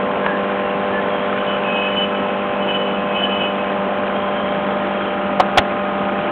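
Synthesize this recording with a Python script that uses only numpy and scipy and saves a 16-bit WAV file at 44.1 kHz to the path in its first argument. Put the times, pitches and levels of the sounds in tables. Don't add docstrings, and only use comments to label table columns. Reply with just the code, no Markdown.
import sys
import numpy as np
from scipy.fft import rfft, irfft, next_fast_len
from scipy.io import wavfile
from scipy.ndimage import map_coordinates

SR = 44100
rng = np.random.default_rng(int(sys.argv[2]) if len(sys.argv) > 2 else 0)


def pcm_store(signal):
    levels = np.round(np.clip(np.atleast_2d(signal), -1, 1) * 32767)
    wavfile.write(sys.argv[1], SR, levels.astype(np.int16).T)


N = 278271

MAINS_HZ = 49.663
# multiple of the stroke rate, level in dB in front of the bubbles,
# level in dB further along the tank.
PUMP_HARMONICS = [(3, -54, -74.5), (4, -29.5, -28.5), (5, -38.5, -38), (6, -40.5, -45), (7, -46.5, -35.5),
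                  (8, -33.5, -43.5), (9, -41, -38), (10, -28, -43), (11, -35, -40), (12, -26.5, -26),
                  (13, -46.5, -49), (14, -34.5, -38), (15, -44, -36), (16, -34.5, -31), (17, -39, -41.5),
                  (18, -39, -65), (19, -49.5, -54.5), (20, -48, -57.5), (21, -31.5, -36.5),
                  (22, -41, -75.5), (23, -39.5, -51.5), (24, -51.5, -47.5), (25, -51, -33), (26, -61, -45),
                  (27, -42.5, -43), (28, -52, -39.5), (29, -48, -42.5), (30, -43, -53.5)]
# time in seconds, share of the way along the tank (0-1).
MIC_DRIFT = [(0, 0), (3.3, 0.29), (4.0, .35), (4.7, 0.75), (5.3, 0.89), (6.3, 0.99)]
# frequency in Hz, relative gain in dB.
GURGLE_SPECTRUM = [(25, -18), (50, -7.5), (90, -3), (135, -5), (175, 2), (225, 2), (280, -1), (450, -1),
                   (750, 1), (1100, -3), (1600, -14.5), (2200, -32), (4000, -48.5)]
GURGLE_DB, GURGLE_ALONG_DB = -26, 1
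# frequency in Hz, relative gain in dB.
FIZZ_SPECTRUM = [(400, -26), (900, -3), (1500, 0), (1750, -2.5), (2050, -6), (2400, -4), (2800, -8.5),
                 (3200, -9), (3600, -14.5), (4000, -20.5), (4500, -30)]
# time in seconds, level in dB before the trim in water().
FIZZ_COURSE = [(0.0, -30.5), (1.4, -29), (1.91, -30.5), (2.9, -32), (3.28, -31.5), (3.83, -31),
               (4.51, -30.5), (6.07, -31), (6.3, -29.5)]
# frequency in Hz, relative gain in dB.
HISS_SPECTRUM = [(1500, -28), (2300, -10), (2750, 2.5), (3000, 0.5), (3150, 1.5), (3400, -9.5),
                 (3700, -20.5), (4500, -31.5)]
LOW_HZ, HIGH_HZ = 2557, 2988
ATTACK_S, RELEASE_S = 0.017, 0.018
# start in seconds, time in seconds until the decay begins,
# low resonance in dB, high resonance in dB, both before the trims in squeals().
SQUEAL_EVENTS = [(1.375, .04, -42, -38), (1.462, .1, -38.5, -33), (1.636, 0.17, -26.5, -38.5),
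                 (1.746, 0.13, -25.5, -30), (1.879, 0.058, -39.5, -29.5), (1.951, 0.087, -33.5, -23),
                 (2.135, 0.039, -44, -37), (2.268, 0.037, -35, -50), (2.6, 0.038, -39.5, -33),
                 (2.674, 0.03, -25.5, -23.5), (2.73, 0.024, -33, -20.5), (2.772, 0.14, -38.5, -32),
                 (2.93, 0.017, -42, -32.5), (3.09, .05, -34, -42), (3.141, .065, -29.5, -25.5),
                 (3.217, 0.037, -38, -18.5), (3.281, 0.092, -33.5, -27), (3.391, .06, -29, -25),
                 (3.459, .05, -33, -34), (3.575, 0.034, -32, -46), (3.66, .05, -38, -50)]
# middle in seconds, length in seconds, pitch in Hz,
# pitch waver in Hz, level in dB.
PEEP_EVENTS = [(0.298, 0.22, 1677, 81, -28.5), (.7, .25, 2724, 82, -39), (.97, 0.11, 1733, 7.8, -26.5),
               (1.195, 0.4, 3206, 100, -39), (2.169, 0.43, 1300, 9.2, -33.5),
               (3.286, 0.18, 1696, 12, -34.5), (4.24, 0.27, 1018, 7, -30.5), (4.405, 0.96, 3180, 87, -40),
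               (5.043, 0.35, 3170, 94, -38.5)]
# start in seconds, ring level in dB, main ring in Hz, ring t60 in seconds,
# crack level in dB before colouring, thump level in dB.
KNOCK_EVENTS = [(0.2627, 1.5, 1597, 0.0097, -30, -58), (0.2644, -2, 966, 0.019, -40, -57.5),
                (1.327, -7.5, 1250, 0.018, -45, -60), (5.3986, 5, 789, 0.031, -12, -40.5),
                (5.404, 6, 752, 0.027, -13.5, -36), (5.5742, 5.5, 761, 0.026, -6.5, -29.5),
                (5.5805, -1.5, 635, .045, 0.5, -15), (5.5875, -1, 621, .04, -15.5, -9.5)]
# ratio to the main ring, relative level in dB.
RING_PARTIALS = [(1, 0), (.8, -10), (1.36, -8), (1.65, -12)]
# frequency in Hz, gain in dB.
CRACK_SPECTRUM = [(30, -11), (200, -9.5), (1500, 11.5), (3800, 7.5), (5000, -1.0)]
# frequency in Hz, gain in dB.
MIC_RESPONSE = [(3300, 0), (4000, -5), (4400, -13.5), (4700, -38.5), (5200, -92)]
TOP_HZ = 15900


def amp(db):
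    return 10 ** (np.asarray(db) / 20)


def unit(x):
    return x / np.sqrt(np.mean(x ** 2) + 1e-20)


def curves(rows):
    s, *cols = np.transpose(rows)
    return [np.interp(np.arange(N) / SR, s, c) for c in cols]


def wobble(rate):
    knots = rng.standard_normal(int(N * rate / SR) + 4)
    return map_coordinates(knots, [np.arange(N) * rate / SR])


def filtered(x, response):
    m = next_fast_len(N + SR // 2)
    return irfft(rfft(x, m) * response(np.fft.rfftfreq(m, 1 / SR)), m)[:N]


def coloured(x, points):
    f, db = np.transpose(points)
    return filtered(x, lambda hz: amp(np.interp(np.log(hz + 1), np.log(f), db)))


def pressure(from_s=1.2, to_s=3.85):
    t = np.arange(N) / SR
    progress = np.clip((t - from_s) / (to_s - from_s), 0, 1)
    return np.sqrt(np.sin(np.pi * progress).clip(0))


def squeal_levels():
    t = np.arange(N) / SR
    levels = np.zeros((2, N))
    for s, length, low_db, high_db in SQUEAL_EVENTS:
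        build = np.clip((t - s) / ATTACK_S, 0, 1)
        decay = np.exp(-np.maximum(t - s - length, 0) / RELEASE_S)
        levels = np.maximum(levels, amp([[low_db], [high_db]]) * build * decay)
    return levels


def air(steady_db=-43, strained_db=-41, surge_db=-12, throb=0.15):
    half_strokes = 1 + throb * np.sin(2 * np.pi * 2 * MAINS_HZ * np.arange(N) / SR)
    strained = amp(strained_db) * pressure()
    surge = amp(surge_db) * squeal_levels().sum(axis=0)
    level = np.sqrt(amp(steady_db) ** 2 + strained ** 2 + surge ** 2)
    hiss = coloured(rng.standard_normal(N), HISS_SPECTRUM)
    return level * unit(half_strokes * hiss)


def bubbles(count, low_hz, high_hz, cycles, spread_db, rise):
    when, size, strength = rng.random((count, 3)).T[:, :, None]
    hz = low_hz * (high_hz / low_hz) ** size
    t = np.arange(SR // 40) / SR
    age = t * hz / cycles
    gain = amp(spread_db * np.minimum(-np.log(1 - strength), 4)) * np.sqrt(hz)
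    envelope = amp(-20 * age) * (1 - np.exp(-2 * t * hz))
    phase = 2 * np.pi * hz * t * (1 + rise * np.minimum(age, 2))
    ring = gain * envelope * np.sin(phase) * (1 - t / t[-1])
    index = (when * N).astype(int) + np.arange(t.size)
    return unit(np.bincount(index.ravel(), ring.ravel(), N)[:N])


def water(gurgle_wash_db=-2, fizz_wash_db=-1, gurgle_sway_db=0.45, fizz_db=1.0):
    gurgle_level = GURGLE_DB + GURGLE_ALONG_DB * curves(MIC_DRIFT)[0] + gurgle_sway_db * wobble(3.6)
    fizz_level = curves(FIZZ_COURSE)[0] + fizz_db
    large = bubbles(count=3000, low_hz=168.9, high_hz=1483, cycles=7, spread_db=2.5, rise=0.075)
    small = bubbles(count=5000, low_hz=900, high_hz=4200, cycles=6, spread_db=2.7, rise=.04)
    gurgle_wash = unit(coloured(rng.standard_normal(N), GURGLE_SPECTRUM))
    fizz_wash = unit(coloured(rng.standard_normal(N), FIZZ_SPECTRUM))
    gurgle = unit(coloured(large, GURGLE_SPECTRUM)) + amp(gurgle_wash_db) * gurgle_wash
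    fizz = unit(coloured(small, FIZZ_SPECTRUM)) + amp(fizz_wash_db) * fizz_wash
    return amp(gurgle_level) * unit(gurgle) + amp(fizz_level) * unit(fizz)


def knocks(crack_t60=0.038, thump_hz=85, thump_t60=0.049, attack_s=0.00079):
    t = np.arange(SR // 8) / SR
    onset = 1 - np.exp(-t / attack_s)
    body, cracks = np.zeros(N + SR), np.zeros(N + SR)
    for s, db, hz, t60, crack_db, thump_db in KNOCK_EVENTS:
        partials = sum(amp(level) * np.sin(2 * np.pi * hz * ratio * t) for ratio, level in RING_PARTIALS)
        ring = amp(db - 60 * t / t60) * partials
        thump = amp(thump_db - 60 * t / thump_t60) * np.sin(2 * np.pi * thump_hz * t)
        crack = amp(crack_db - 60 * t / crack_t60) * rng.standard_normal(len(t))
        start = round(s * SR)
        body[start:][:len(t)] += onset * (ring + thump)
        cracks[start:][:len(t)] += onset * crack
    return body[:N] + coloured(cracks[:N], CRACK_SPECTRUM)


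def whistle(hz, waver_hz):
    pitch = hz + waver_hz * (wobble(160) + .3 * wobble(5))
    flutter = amp(1.8 * wobble(130) + 1.6 * wobble(45))
    return unit(flutter * np.sin(2 * np.pi * np.cumsum(pitch) / SR))


def squeals(low_db=0.0, high_db=0.5, low_idle_db=-41, high_idle_db=-48, flicker_db=2.5):
    t = np.arange(N) / SR
    low, high = squeal_levels()
    idle = pressure() * amp(flicker_db * wobble(22))
    low_gain = np.hypot(amp(low_db) * low, amp(low_idle_db) * idle)
    high_gain = np.hypot(amp(high_db) * high, amp(high_idle_db) * idle)
    out = low_gain * whistle(LOW_HZ, waver_hz=12) + high_gain * whistle(HIGH_HZ, waver_hz=13)
    for middle, length, hz, waver_hz, db in PEEP_EVENTS:
        swell = np.cos(np.pi * np.clip((t - middle) / length, -.5, .5))
        out += amp(db) * swell * whistle(hz, waver_hz)
    return out


def pump(waver_db=0.35, buzz_db=-49, buzz_fall_db=-9):
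    turn = 2 * np.pi * MAINS_HZ * np.arange(N) / SR
    place = np.clip(curves(MIC_DRIFT)[0], 0, 1)
    hum = np.zeros(N)
    for order, here_db, there_db in PUMP_HARMONICS:
        level = (1 - place) * amp(here_db) + place * amp(there_db)
        waver = amp(waver_db * wobble(1.6))
        hum += level * waver * np.sin(order * turn + rng.uniform(0, 2 * np.pi))
    orders = np.arange(31, 62)
    for order in orders:
        level = amp(buzz_db + buzz_fall_db * np.log2(order / orders[0]) + rng.normal(0, 0.48))
        hum += level * np.sin(order * turn + rng.uniform(0, 2 * np.pi))
    return np.sqrt(2) * hum


def scene():
    return (air() + water() + knocks() + squeals() + pump())[None]


def record(dry, ceiling=0.7, hardness=14, low_cut_hz=45):
    x = coloured(dry[0], MIC_RESPONSE)
    x = x / (1 + np.abs(x / ceiling) ** hardness) ** (1 / hardness)
    return filtered(x, lambda hz: (hz < TOP_HZ) * hz / np.hypot(hz, low_cut_hz))[None]


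dry = scene()
out = record(dry)
pcm_store(out)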